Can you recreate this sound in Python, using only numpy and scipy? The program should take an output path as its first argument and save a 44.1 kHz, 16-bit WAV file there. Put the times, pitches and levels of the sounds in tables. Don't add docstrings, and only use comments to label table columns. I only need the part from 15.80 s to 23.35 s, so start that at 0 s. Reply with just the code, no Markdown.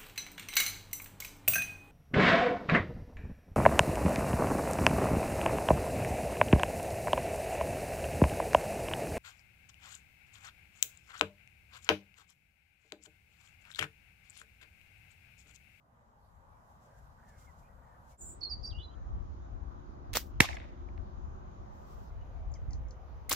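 import sys
import numpy as np
from scipy import signal
from scipy.io import wavfile

SR = 44100
rng = np.random.default_rng(int(sys.argv[2]) if len(sys.argv) > 2 else 0)


def dump_mix(stems):
    frames = np.atleast_2d(stems).T
    limited = np.clip(frames, -1, 1)
    pcm = np.round(limited * 32767).astype(np.int16)
    wavfile.write(sys.argv[1], SR, pcm)


def gain_from_db(level_db):
    decades = np.asarray(level_db, float) / 20
    return 10 ** decades


N = 332938
TIME = np.arange(N) / SR

TAKE_EDGES = (0, 2.375, 6.3, 7.56)


def in_time(rows, outside=None):
    s, *columns = np.transpose(rows)
    return [np.interp(TIME, s, column, outside, outside) for column in columns]


def span(rows):
    s, *columns = np.transpose(rows)
    a, b = int(s[0] * SR), min(int(s[-1] * SR), N)
    return a, b, [np.interp(TIME[a:b], s, column) for column in columns]


def at_hz(points, hz):
    points = np.array(points)
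    return np.interp(np.log(hz), np.log(np.maximum(points[:, 0], 1)), points[:, 1])


def rms_one(x):
    return x / np.sqrt(np.mean(x ** 2) + 1e-20)


def drift(rate_hz, size):
    knots = rng.standard_normal(int(size / SR * 60) + 3)
    return np.interp(np.arange(size) / SR * min(rate_hz, 59), np.arange(len(knots)), knots) * 1.22


def bands(spectrum, size, lo_hz, hi_hz):
    settle = 4000
    white = rng.standard_normal((2, 2, size + settle))
    edges = np.geomspace(lo_hz, hi_hz, int(3 * np.log2(hi_hz / lo_hz)) + 2)
    for k, (low, high) in enumerate(zip(edges, edges[1:])):
        hz = np.sqrt(low * high)
        band = signal.butter(2, [low, high], "band", fs=SR, output="sos")
        rows = signal.sosfilt(band, white[k % 2])
        yield hz, gain_from_db(at_hz(spectrum, hz)) * rows[:, settle:]


def peak(x, hz, width_hz):
    r = np.exp(-np.pi * width_hz / SR)
    zeros = np.array([1, 0, -1]) * (1 - r * r) / 2
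    return signal.lfilter(zeros, [1, -2 * r * np.cos(2 * np.pi * hz / SR), r * r], x)


def ring(x, hz, t60):
    r, w = gain_from_db(-60 / (t60 * SR)), 2 * np.pi * hz / SR
    return signal.lfilter([0, np.sin(w)], [1, -2 * r * np.cos(w), r * r], x)


def place(x, pan_db, lag):
    return np.array([np.roll(x, lag) * gain_from_db(pan_db / 2), x * gain_from_db(-pan_db / 2)])


def scatter(x, t60, a_s, b_s):
    a, b = int(a_s * SR), int(b_s * SR)
    lag = np.arange(int(.45 * SR)) / SR
    tail = rng.standard_normal((2, len(lag))) * gain_from_db(-60 * lag / t60) * (lag > .003)
    tail = tail / np.sqrt(np.sum(tail ** 2) / 2)
    out = np.zeros((2, N))
    out[:, a:b] = signal.fftconvolve(x[None, a:b], tail, axes=1)[:, :b - a]
    return out


# pitch_hz, density_db (per Hz)
AIR_COLOUR = [
    [(59, -30), (100, 1.5), (223, -7.5), (370, -20), (552, -12), (898, -9), (1590, -21), (1850, -28.5),
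     (2050, -35.5), (2580, -37.5), (5280, -41), (6660, -35.5), (8230, -48.5), (9340, -40), (13900, -42.5),
     (15500, -58)],
    [(59, -30), (100, -7.5), (146, -10.5), (205, -13.5), (233, -15.5), (270, -17), (306, -18.5),
     (340, -15.5), (429, -20), (1160, -22.5), (2220, -43), (6530, -49.5), (8060, -69), (15500, -63.5)],
    [(59, -30), (100, -3), (162, -15.5), (233, -19), (758, -19.5), (808, -20.5), (1370, -29.5),
     (1550, -32.5), (2750, -42.5), (2990, -40), (3180, -45.5), (6530, -53), (7890, -69.5), (15500, -58.5)],
]
# pitch_hz, side_minus_mid_db
AIR_WIDTH = [
    [(60, -11), (110, -17), (200, -10), (380, -4.5), (700, -2), (1290, 5), (2380, -0.5), (4400, 2.5),
     (8120, -2.5), (15000, 2.5)],
    [(60, -1), (110, -10.5), (200, -8.5), (380, -0.5), (700, 7.5), (1290, 2.5), (2380, 0), (4400, 1.5),
     (8120, 1), (15000, 1.5)],
    [(60, -1), (110, -8), (200, -19), (380, -7), (700, -1), (1290, 1.5), (2380, -1), (4400, 0.5),
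     (8120, -1), (15000, 1.5)],
]
AIR_TOP_HZ = [15500, 7600, 7600]
# time_s, level_db
ROAD_LEVEL = [(0.0, -76.5), (0.14, -71.5), (1.03, -66.5), (2.65, -65.5), (4.79, -63.5), (5.3, -63.5),
              (6.5, -62), (7.55, -62.5)]


def field(patchy_db=1.6):
    out = np.zeros((2, N))
    for a_s, b_s, colour, width, top_hz in zip(TAKE_EDGES, TAKE_EDGES[1:], AIR_COLOUR, AIR_WIDTH, AIR_TOP_HZ):
        a, b = int(a_s * SR), min(int(b_s * SR), N)
        far, hiss = np.zeros((2, b - a)), np.zeros((2, b - a))
        road_power = 1e-20
        for hz, (mid, side) in bands(colour, b - a, 100, 15500):
            road_power += np.mean(mid ** 2) * (450 < hz < 1400)
            rows = mid + gain_from_db(at_hz(width, hz)) * side * [[1], [-1]]
            edge_lift_db = 11.0 * (.9 * top_hz < hz < 1.1 * top_hz)
            rows = rows * gain_from_db(patchy_db * drift(11, b - a) + edge_lift_db)
            if hz < 1.1 * top_hz:
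                far = far + rows
            else:
                hiss = hiss + rows
        far = signal.sosfilt(signal.cheby2(8, 30, top_hz, fs=SR, output="sos"), far)
        out[:, a:b] = (far + hiss) / np.sqrt(road_power)
    return out * gain_from_db(in_time(ROAD_LEVEL)[0])


# time_s, level_db
WIND_LEVEL = [(0.0, -80), (.5, -68.5), (1.0, -72), (1.5, -63), (2.3, -67.5), (2.44, -57.5), (2.8, -51.5),
              (3.45, -51), (4.0, -54), (4.65, -47.5), (5.3, -53), (6.0, -55.5), (6.8, -45.5), (7.15, -54),
              (7.55, -54.5)]
# pitch_hz, density_db (per Hz)
WIND_COLOUR = [(12, -36), (20, -2), (48, 2), (70, 3), (83, -3), (231, -33), (274, -31), (300, -25),
               (390, -55), (660, -120)]
# time_s, above_wind_db, left_minus_right_db
PORT_EDDIES = [(2.94, 6, 6.5), (3.32, 8.5, -11), (3.392, 6.5, 6), (3.56, 3, -9), (3.731, 6.5, 3),
               (3.849, 6, 12), (4.3, 5.5, -7), (5.27, 6, 10), (5.5, 9.5, 4), (5.8, 6.5, -3.5),
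               (6.58, 2, 5.5), (6.9, 8, -3), (7.02, 6, -1.5), (7.38, 5.5, -8.5)]


def wind(lumpy_db=3.5):
    eddy_s, lean_left_db = 0.066, 3
    times, eddy_db, eddy_pan_db = np.transpose(PORT_EDDIES)
    reach = np.array([np.exp(-((TIME - s) / eddy_s) ** 2) for s in times])
    level_db = in_time(WIND_LEVEL)[0] + eddy_db @ reach
    pan_db = lean_left_db + eddy_pan_db @ reach
    brighten = np.where(TIME < TAKE_EDGES[2], .1, .9) * (level_db + 48.5)
    rumble = sum(rows * gain_from_db(brighten * (hz > 100)) for hz, rows in bands(WIND_COLOUR, N, 15, 300))
    left, right = rms_one(rumble)
    alike = np.where(TIME < TAKE_EDGES[1], .87, .1)
    right = alike * left + np.sqrt(1 - alike ** 2) * right
    lumps = gain_from_db([lumpy_db * drift(16, N) + pan_db / 2, lumpy_db * drift(20, N) - pan_db / 2])
    return np.array([left, right]) * lumps * gain_from_db(level_db + 6.0)


# time_s, reach_s, level_db
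STIRS = [
    [(0.912, 0.043, -80.5), (1.066, 0.04, -77.5), (1.18, 0.15, -81.5), (1.49, 0.015, -71.5),
     (1.624, 0.088, -72), (1.798, 0.026, -74), (2.32, 0.043, -72.5)],
    [(6.08, 0.15, -78.5), (6.15, 0.053, -71.5), (6.236, 0.039, -73)],
]
# pitch_hz, density_db (per Hz)
STIR_COLOUR = [
    [(1470, -34), (2500, -2), (3430, -0.5), (4590, -1.5), (6630, 7), (8420, -2.5), (14000, -5),
     (15000, -14)],
    [(1470, -31), (2500, 1), (3170, -4.5), (6850, -1), (7800, -18), (8160, -32), (9660, -5.5), (11200, -10),
     (13600, -6.5), (15500, 2)],
]


def rustle(grain_db=2.0):
    fall_db = 9
    out = np.zeros((2, N))
    for stirs, colour in zip(STIRS, STIR_COLOUR):
        a, b = int((stirs[0][0] - .3) * SR), int((stirs[-1][0] + .15) * SR)
        t = TIME[a:b]
        power = sum(gain_from_db(db - fall_db * np.abs(t - s) / reach) ** 2 for s, reach, db in stirs)
        hiss = rms_one(sum(rows for hz, rows in bands(colour, b - a, 2500, 15500)))
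        out[:, a:b] = hiss * np.sqrt(power) * gain_from_db(2.5 + grain_db * drift(45.0, b - a))
    return out


# start_s, length_s, start_hz, end_hz, level_db
ROOK_CALLS = [(3.59, 0.099, 3650, 3730, -79), (1.061, 0.163, 1550, 1620, -67),
              (1.372, 0.093, 1485, 1566, -64), (1.407, .22, 1950, 1474, -65.5),
              (1.487, 0.21, 2230, 2030, -72), (1.662, 0.054, 2250, 1870, -64),
              (1.809, 0.088, 2250, 2600, -71.5), (1.97, 0.083, 1480, 1410, -68),
              (1.998, 0.21, 1950, 1700, -69.5), (2.302, 0.066, 2270, 2200, -75),
              (6.31, 0.027, 2090, 2100, -74), (6.405, .028, 2900, 2950, -71),
              (6.747, 0.031, 2460, 1830, -65.5), (6.751, .024, 3380, 2850, -73),
              (6.886, 0.054, 2270, 1800, -71), (7.053, .025, 2290, 2100, -72),
              (3.093, 0.068, 3050, 3270, -68.5), (.7, .12, 2330, 2290, -82), (3.1, 0.11, 1400, 1270, -62),
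              (3.13, 0.17, 1850, 1666, -71), (6.302, 0.0075, 1500, 900, -56.5),
              (1.88, 0.061, 1950, 1890, -71)]


def rooks():
    clear_s, hoarse_s, hoarseness = 0.052, 0.057, 0.51
    out = np.zeros(N)
    for s, long, from_hz, to_hz, db in ROOK_CALLS:
        a, size = int(s * SR), int(long * SR)
        rough = signal.lfilter([1], [1, -1.93, .9312], rng.standard_normal(12000))
        rough = rms_one(rough[2000:])[:size]
        hoarse = hoarseness * np.clip((long - clear_s) / (hoarse_s - clear_s), 0, 1)
        tone = np.sin(2 * np.pi * np.cumsum(np.linspace(from_hz, to_hz, size)) / SR)
        voice = (1 - hoarse + hoarse * rough) * tone
        out[a:a + size] += gain_from_db(db) * voice * signal.windows.tukey(size, .6)
    return out


def whistle(rows, second_db, warble_hz, warble_rate):
    out = np.zeros(N)
    a, b, (hz, level_db) = span(rows)
    beat = 2 * np.pi * warble_rate * TIME[a:b] + 1.5 * drift(50, b - a)
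    turn = 2 * np.pi * np.cumsum(hz + warble_hz * np.sin(beat)) / SR
    tone = np.sin(turn) + gain_from_db(second_db) * np.sin(2 * turn)
    tone = tone + gain_from_db(second_db - 11) * np.sin(3 * turn) * (hz < 5200)
    out[a:b] = np.sqrt(2) * gain_from_db(level_db) * tone * signal.windows.tukey(b - a, .1)
    return out


# time_s, pitch_hz, level_db
BUZZ_VOICES = [
    [(2.375, 8300, -82), (2.395, 8560, -63), (2.412, 7820, -55.5), (2.435, 7820, -53), (2.46, 8260, -56),
     (2.485, 8070, -56), (2.515, 7930, -53.5), (2.545, 8020, -65), (2.585, 8100, -77)],
    [(2.37, 7140, -79), (2.395, 7450, -59), (2.406, 7250, -68), (2.411, 6980, -48.5), (2.44, 7140, -55),
     (2.47, 7480, -51.5), (2.505, 7140, -55.5), (2.527, 7200, -61.5), (2.56, 7200, -74.5)],
]
BUZZ_TREMBLE_HZ = [140., 210.]
BUZZ_PARTIAL_DB = [-24, -18]
# time_s, pitch_hz, level_db
PULSED_NOTE = [(2.605, 6500, -65), (2.609, 5550, -52.5), (2.614, 4520, -50.5), (2.628, 4265, -40.5),
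               (2.641, 4620, -39), (2.652, 4350, -40), (2.671, 4217, -43), (2.686, 4270, -49.5),
               (2.697, 4380, -55)]
# time_s, pitch_hz, level_db
SWELLING_NOTE = [(2.828, 5570, -61), (2.833, 5030, -52), (2.842, 4644, -44), (2.858, 4683, -39),
                 (2.869, 4720, -58.5), (2.878, 4746, -43.5), (2.91, 4746, -54.5), (2.92, 4740, -64)]
# time_s, pitch_hz, level_db
OTHER_NOTES = [
    [(2.6955, 5800, -59), (2.698, 5250, -50.5), (2.702, 4930, -46), (2.714, 4740, -39), (2.726, 4610, -37),
     (2.748, 4615, -42), (2.758, 4560, -64)],
    [(2.855, 5600, -62), (2.863, 5555, -52), (2.9, 5480, -73)],
    [(2.898, 4820, -47), (2.904, 3980, -57), (2.912, 3410, -61), (2.93, 2770, -63.5), (2.958, 2844, -56),
     (3.0, 2954, -57), (3.022, 3050, -56)],
    [(2.985, 3266, -56), (3.006, 3520, -62), (3.02, 3900, -65), (3.036, 4050, -56), (3.056, 4010, -55),
     (3.066, 3960, -72)],
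    [(3.074, 3940, -73), (3.084, 3945, -59.5), (3.11, 3980, -76), (3.13, 3960, -83)],
    [(3.0, 3250, -72), (3.02, 3350, -62), (3.04, 3560, -65), (3.06, 3500, -70)],
    [(2.856, 6380, -76), (2.864, 6400, -70), (2.885, 6330, -80)],
]
NOTE_PARTIAL_DB = [-51, -35, -53, -42, -47, -60, -57, -59, -58]


def songbird():
    hum = sum(whistle(voice, db, warble_hz=hz, warble_rate=110.0)
              for voice, hz, db in zip(BUZZ_VOICES, BUZZ_TREMBLE_HZ, BUZZ_PARTIAL_DB))
    notes = [whistle(note, db, warble_hz=48., warble_rate=65.)
             for note, db in zip([PULSED_NOTE, SWELLING_NOTE] + OTHER_NOTES, NOTE_PARTIAL_DB)]
    throb_rate_hz, throb_depth, throb_dip_s = 54, .55, 2.627
    throb = throb_depth * np.cos(2 * np.pi * throb_rate_hz * (TIME - throb_dip_s))
    song = sum(notes) - notes[0] * throb
    near = gain_from_db(-2.5) * place(hum, -3.0, lag=4) + gain_from_db(-1.5) * place(song, -8.0, lag=0)
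    leaves = scatter(hum + gain_from_db(-4.5) * song, 0.061, 2.3, 3.5)
    trees = scatter(.6 * hum + song, 0.36, 2.3, 3.5)
    return near + leaves + gain_from_db(-11.0) * trees


# start_s, end_s, first_turn_hz, last_turn_hz
ENGINE_RUNS = [
    (2.38, 5.6, 24.05, 23.6),
    (3.3, 6.3, 34.8, 34.3),
    (6.4, 7.35, 575, 488),
]
# multiple, level_db
ORDERS = [
    [(8, -68), (9, -67), (11, -64), (12, -64), (14, -64), (15, -64)],
    [(5, -65), (6, -64), (7.4, -70), (10, -69), (11, -67)],
    [(1, -68)],
]
# share_of_run, level_db
PASSING = [
    [(0, -11.5), (.3, -5.5), (.55, 1), (.85, 0), (1, -16.5)],
    [(0, -20), (.5, -10.5), (.65, 0), (.99, -1), (1, -20.5)],
    [(0, -13.5), (.3, -2), (.55, -5.5), (.75, 7), (1, -11)],
]


def drone():
    out = np.zeros(N)
    for (a_s, b_s, from_hz, to_hz), orders, passing in zip(ENGINE_RUNS, ORDERS, PASSING):
        a, b, (hz,) = span([(a_s, from_hz), (b_s, to_hz)])
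        turn = 2 * np.pi * np.cumsum(hz) / SR
        lines = sum(gain_from_db(db + 1.8 * drift(2.5, b - a)) * np.sin(k * turn + 0.45 * drift(6.2, b - a))
                    for k, db in orders)
        out[a:b] += lines * gain_from_db(np.interp(np.linspace(0, 1, b - a), *np.transpose(passing)))
    return place(out, 0., lag=16)


# time_s, peak_db, centre_hz, thud_share
BAND_SLAPS = [(4.3325, -32, 4000, .1), (4.3365, -28, 6800, .1), (4.3385, -28, 2800, .2),
              (4.3515, -26, 2200, 1.3), (4.347, -34, 3000, .3), (4.3545, -19, 3600, 1.3),
              (4.3595, -21.0, 3200, 1.3), (4.37, -14, 4600, 1.2), (4.3755, -25.4, 6000, .6),
              (7.4942, -20, 13500, .03), (7.4965, -28.2, 3300, .05), (7.4985, -27, 13500, .03),
              (7.5005, -26, 12500, .03), (7.5025, -31, 13000, .03), (7.5095, -23, 3000, .8),
              (7.5125, -19, 4400, .3), (7.5167, -16.5, 1150, .5), (7.5172, -22, 4800, .1),
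              (7.5235, -24, 6500, .4), (7.528, -15.5, 7200, .3), (7.532, -24, 1500, .1),
              (7.5345, -23, 12000, .1)]
# release_s, hiss_db, left_minus_right_db
RELEASES = [
    (4.332, -34.5, -1.5),
    (7.492, -30, .5),
]
RING_DB = [-48.5, -41]
# after_release_s, level_db
WHIP_LEVEL = [(0, -31.5), (.014, -18.5), (.024, -1.5), (.042, -4.5), (.058, -13), (.078, -17.5), (.1, -28),
              (.13, -38.5), (.19, -53)]
# pitch_hz, density_db (per Hz)
WHIP_COLOUR = [(120, -39), (200, 5.5), (635, -3.5), (722, -6), (1400, -1.5), (1770, -2.5), (6880, -11),
               (8420, -23), (14900, -10), (16000, -15)]
# pitch_hz, side_minus_mid_db
NEAR_WIDTH = [(200, -14), (900, -8), (1800, -8), (3500, -3), (7000, -3), (12000, -0.5)]


def slap(db, hz, thud, pan_db):
    since = np.arange(2000) / SR
    t60, rise_s = .0065, .0005
    mid, side = rng.standard_normal((2, 2000)) * gain_from_db(-60 * since / t60) * np.minimum(since / rise_s, 1)
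    puff = mid + peak(side, 9000, 16000) * [[1.2], [-1.2]]
    body = peak(puff, hz, .55 * hz)
    click = .16 * min(hz / 3200, 1) ** 2 * np.diff(puff, prepend=0)
    puff = body + click
    puff = puff + thud * peak(mid + peak(side, 9000, 16000) * [[1.2], [-1.2]], 600, 800)
    return puff / np.abs(puff.mean(axis=0)).max() * gain_from_db([[db + pan_db / 2], [db - pan_db / 2]])


def slingshot():
    dull_db_per_s = 66
    out = np.zeros((2, N + 2000))
    for s, db, hz, thud in BAND_SLAPS:
        a = int(s * SR)
        pan_db = RELEASES[int(s > TAKE_EDGES[2])][2]
        out[:, a:a + 2000] += slap(db, hz, thud, pan_db)
    out = out[:, :N]
    for (s, db, pan_db), ring_db in zip(RELEASES, RING_DB):
        a, b, (level_db,) = span(np.add(WHIP_LEVEL, (s, db)))
        since = TIME[a:b] - s
        hiss = 0
        for hz, rows in bands(WHIP_COLOUR, b - a, 207.6, 16000):
            dulling = gain_from_db(dull_db_per_s * since * min(np.log2(hz / 6000), 0))
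            hiss = hiss + rows * gain_from_db([[0], [at_hz(NEAR_WIDTH, hz)]]) * dulling
        mid, side = rms_one(hiss)
        out[:, a:b] += np.array([mid + side, mid - side]) * gain_from_db(level_db + 1.25 + 1.4 * drift(65, b - a))
        pluck = rng.standard_normal(b - a) * gain_from_db(-9000 * since) / 4
        out[:, a:b] += gain_from_db(ring_db) * ring(pluck, 2100, t60=0.11)
    return out


# time_s, level_db
TEAR_JERKS = [
    (4.6032, -12.5),
    (4.6042, -18),
    (4.6052, -2),
    (4.60566, -4.5),
    (4.6063, -6),
    (4.6072, -15),
    (4.6079, -14),
    (4.6086, -15),
]
# pitch_hz, t60_s, level_db
SKIN_MODES = [(1770, .0065, -2.5), (2200, .0065, -1.5), (2690, .007, -5), (1150, .008, -12.5),
              (720, .012, -8), (580, .012, -14), (1420, .007, -16), (3250, .005, -7), (3900, .005, -4.5),
              (5400, .005, -6), (7300, .004, -13), (11500, .003, -11)]
# pitch_hz, density_db (per Hz)
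HEDGE_COLOUR = [(88, -34), (150, -4), (286, -6), (494, -13), (637, -10), (1560, -13), (2160, -7.5),
                (3220, -14.5), (3840, -17), (6510, -16.5), (9820, -26), (14800, -21), (16000, -35.5)]
# pitch_hz, t60_s
HEDGE_DECAY = [(150, 0.054), (600, 0.27), (2000, 0.64), (3800, 0.56), (6500, 0.36), (12000, 0.25)]
# after_burst_s, level_db
TREBLE_LIFT = [(.09, 2), (.115, 6), (.155, 9.5), (.168, -1), (.21, 0), (.25, 6)]


def balloon(crackle_db=-25, push_db=-14.5):
    start, size = TEAR_JERKS[0][0] - .001, int(.6 * SR)
    a, since = int(start * SR), np.arange(size) / SR
    tearing = np.interp(since, [0, .003, .006, .007], [.1, 1, .7, 0])
    jerks = gain_from_db(crackle_db) * rng.standard_normal((2, size)) * tearing
    for k, (s, db) in enumerate(TEAR_JERKS):
        jerks[:, int((s - start) * SR)] += gain_from_db(db) * (-1) ** (k == 5)
    left, right = gain_from_db(-7) * sum(gain_from_db(db) * ring(jerks, hz, t60) for hz, t60, db in SKIN_MODES)
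    left = np.roll(.75 * left + .45 * peak(left, 6000, 3000), 4)
    late = np.maximum(since - .0036, 0)
    push = -np.sin(np.pi * (late / .0028) ** .7) * gain_from_db(-60 * late / .045)
    out = np.zeros((2, N))
    out[:, a:a + size] += np.array([left, right]) + gain_from_db(push_db) * push * [[1.15], [.85]]
    out += .55 * peak(out, 2300, 1500) - .85 * peak(out, 410, 150)
    out[:, a:a + size] += hedge(since)
    return out


def hedge(since):
    size = len(since)
    onset_db = np.interp(since, [.005, .009, .022, .056, .068], [-38.0, 5.0, 3.0, 0, -6.5])
    far_db = np.interp(since, *np.transpose(TREBLE_LIFT))
    tail = 0
    for hz, rows in bands(HEDGE_COLOUR, size, 150, 18000):
        treble_db = far_db * (hz > 4500) * (1 - 0.28 * (hz > 8000))
        decay_db = -60 * since / at_hz(HEDGE_DECAY, hz)
        tail = tail + rows * gain_from_db(2.5 * drift(55, size) + treble_db + decay_db)
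    linger = .9 * peak(tail, 1950, 400) + 1.2 * peak(tail, 3700, 400)
    tail = tail + np.clip((since - .05) / .06, 0, 1) * linger
    return gain_from_db(onset_db - 36.0) * tail / np.std(tail[:, :3000])


# time_s, peak_db, centre_hz, spread_s
BURST_ECHOES = [(4.639, -29, 660, .004), (4.642, -32, 1250, .003), (4.645, -33, 3700, .005),
                (4.619, -27, 2100, .002), (4.633, -30, 2250, .002), (4.652, -30, 2300, .003),
                (4.667, -38, 2400, .002), (4.688, -27, 2030, .0012), (4.69, -38, 700, .003),
                (4.701, -41, 750, .005), (4.708, -40, 1950, .003), (4.7305, -32.5, 1900, .001),
                (4.739, -44, 700, .005), (4.769, -32, 1900, .0012), (4.772, -47, 600, .004),
                (4.784, -46, 2300, .002), (4.8, -42, 2000, .001), (4.848, -50, 1900, .003),
                (4.838, -52, 1830, .003), (4.8, -52, 540, .004), (5.087, -52, 2050, .002),
                (5.178, -48.5, 1620, .0008), (5.178, -62, 4200, .0006)]


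def echoes():
    out, since = np.zeros((2, N)), np.arange(1500) / SR
    for s, db, hz, spread in BURST_ECHOES:
        puff = rng.standard_normal((2, 1500)) * since / spread * np.exp(1 - since / spread)
        mid, side = peak(peak(puff, hz, .3 * hz + 100), hz, .4 * hz + 150)
        width = 2.4 if hz < 1000 and s > 4.66 else .6
        mid, side = mid / np.abs(mid).max(), width * side / np.abs(side).max()
        a = int((s - .001) * SR)
        out[:, a:a + 1500] += (mid + side * [[1], [-1]]) * gain_from_db(db - 3.5)
    return out


# time_s, peak_db, end_hz
CHIP_CALLS = [
    (6.718, -65, 6500),
    (6.7402, -52.5, 4620),
    (6.908, -59.5, 4500),
    (6.933, -52, 4030),
    (7.085, -68, 5230),
    (7.109, -57, 4020),
]


def chips():
    top_hz, fall_s, rise_s, echo_s = 7500, 0.0023, .002, .0016
    calls, since = np.zeros(N), np.arange(900) / SR
    swell = (since / rise_s * np.exp(1 - since / rise_s)) ** 2
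    for s, db, end_hz in CHIP_CALLS:
        hz = end_hz + (top_hz - end_hz) * np.exp(-(since / fall_s) ** 2)
        a = int((s - rise_s) * SR)
        calls[a:a + 900] += gain_from_db(db) * swell * np.sin(2 * np.pi * np.cumsum(hz) / SR)
    calls = calls + 0.74 * np.roll(calls, int(echo_s * SR))
    leaves = scatter(calls + 2.9 * peak(calls, 6300, 900), 0.13, 6.6, 7.5)
    return gain_from_db(2) * place(calls, 4.5, lag=-2) + gain_from_db(-9.5) * leaves


def scene():
    dip = 1 - 0.8 * np.exp(-((TIME - TAKE_EDGES[1]) / 0.028) ** 2)
    background = field() + wind() + rustle() + rooks() + drone()
    return dip * background + songbird() + slingshot() + balloon() + echoes() + chips()


def low_pass(x):
    return signal.sosfilt(signal.butter(12, 16650, fs=SR, output="sos"), x)


def record(dry):
    low_cut = signal.sosfilt(signal.butter(2, 34, "high", fs=SR, output="sos"), dry)
    rounded = low_cut / (1 + (low_cut / .84) ** 6) ** (1 / 6)
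    mix = signal.sosfilt(signal.cheby2(12, 60, 16700, fs=SR, output="sos"), rounded)
    return low_pass(mix)


dry = scene()
out = record(dry)
dump_mix(out)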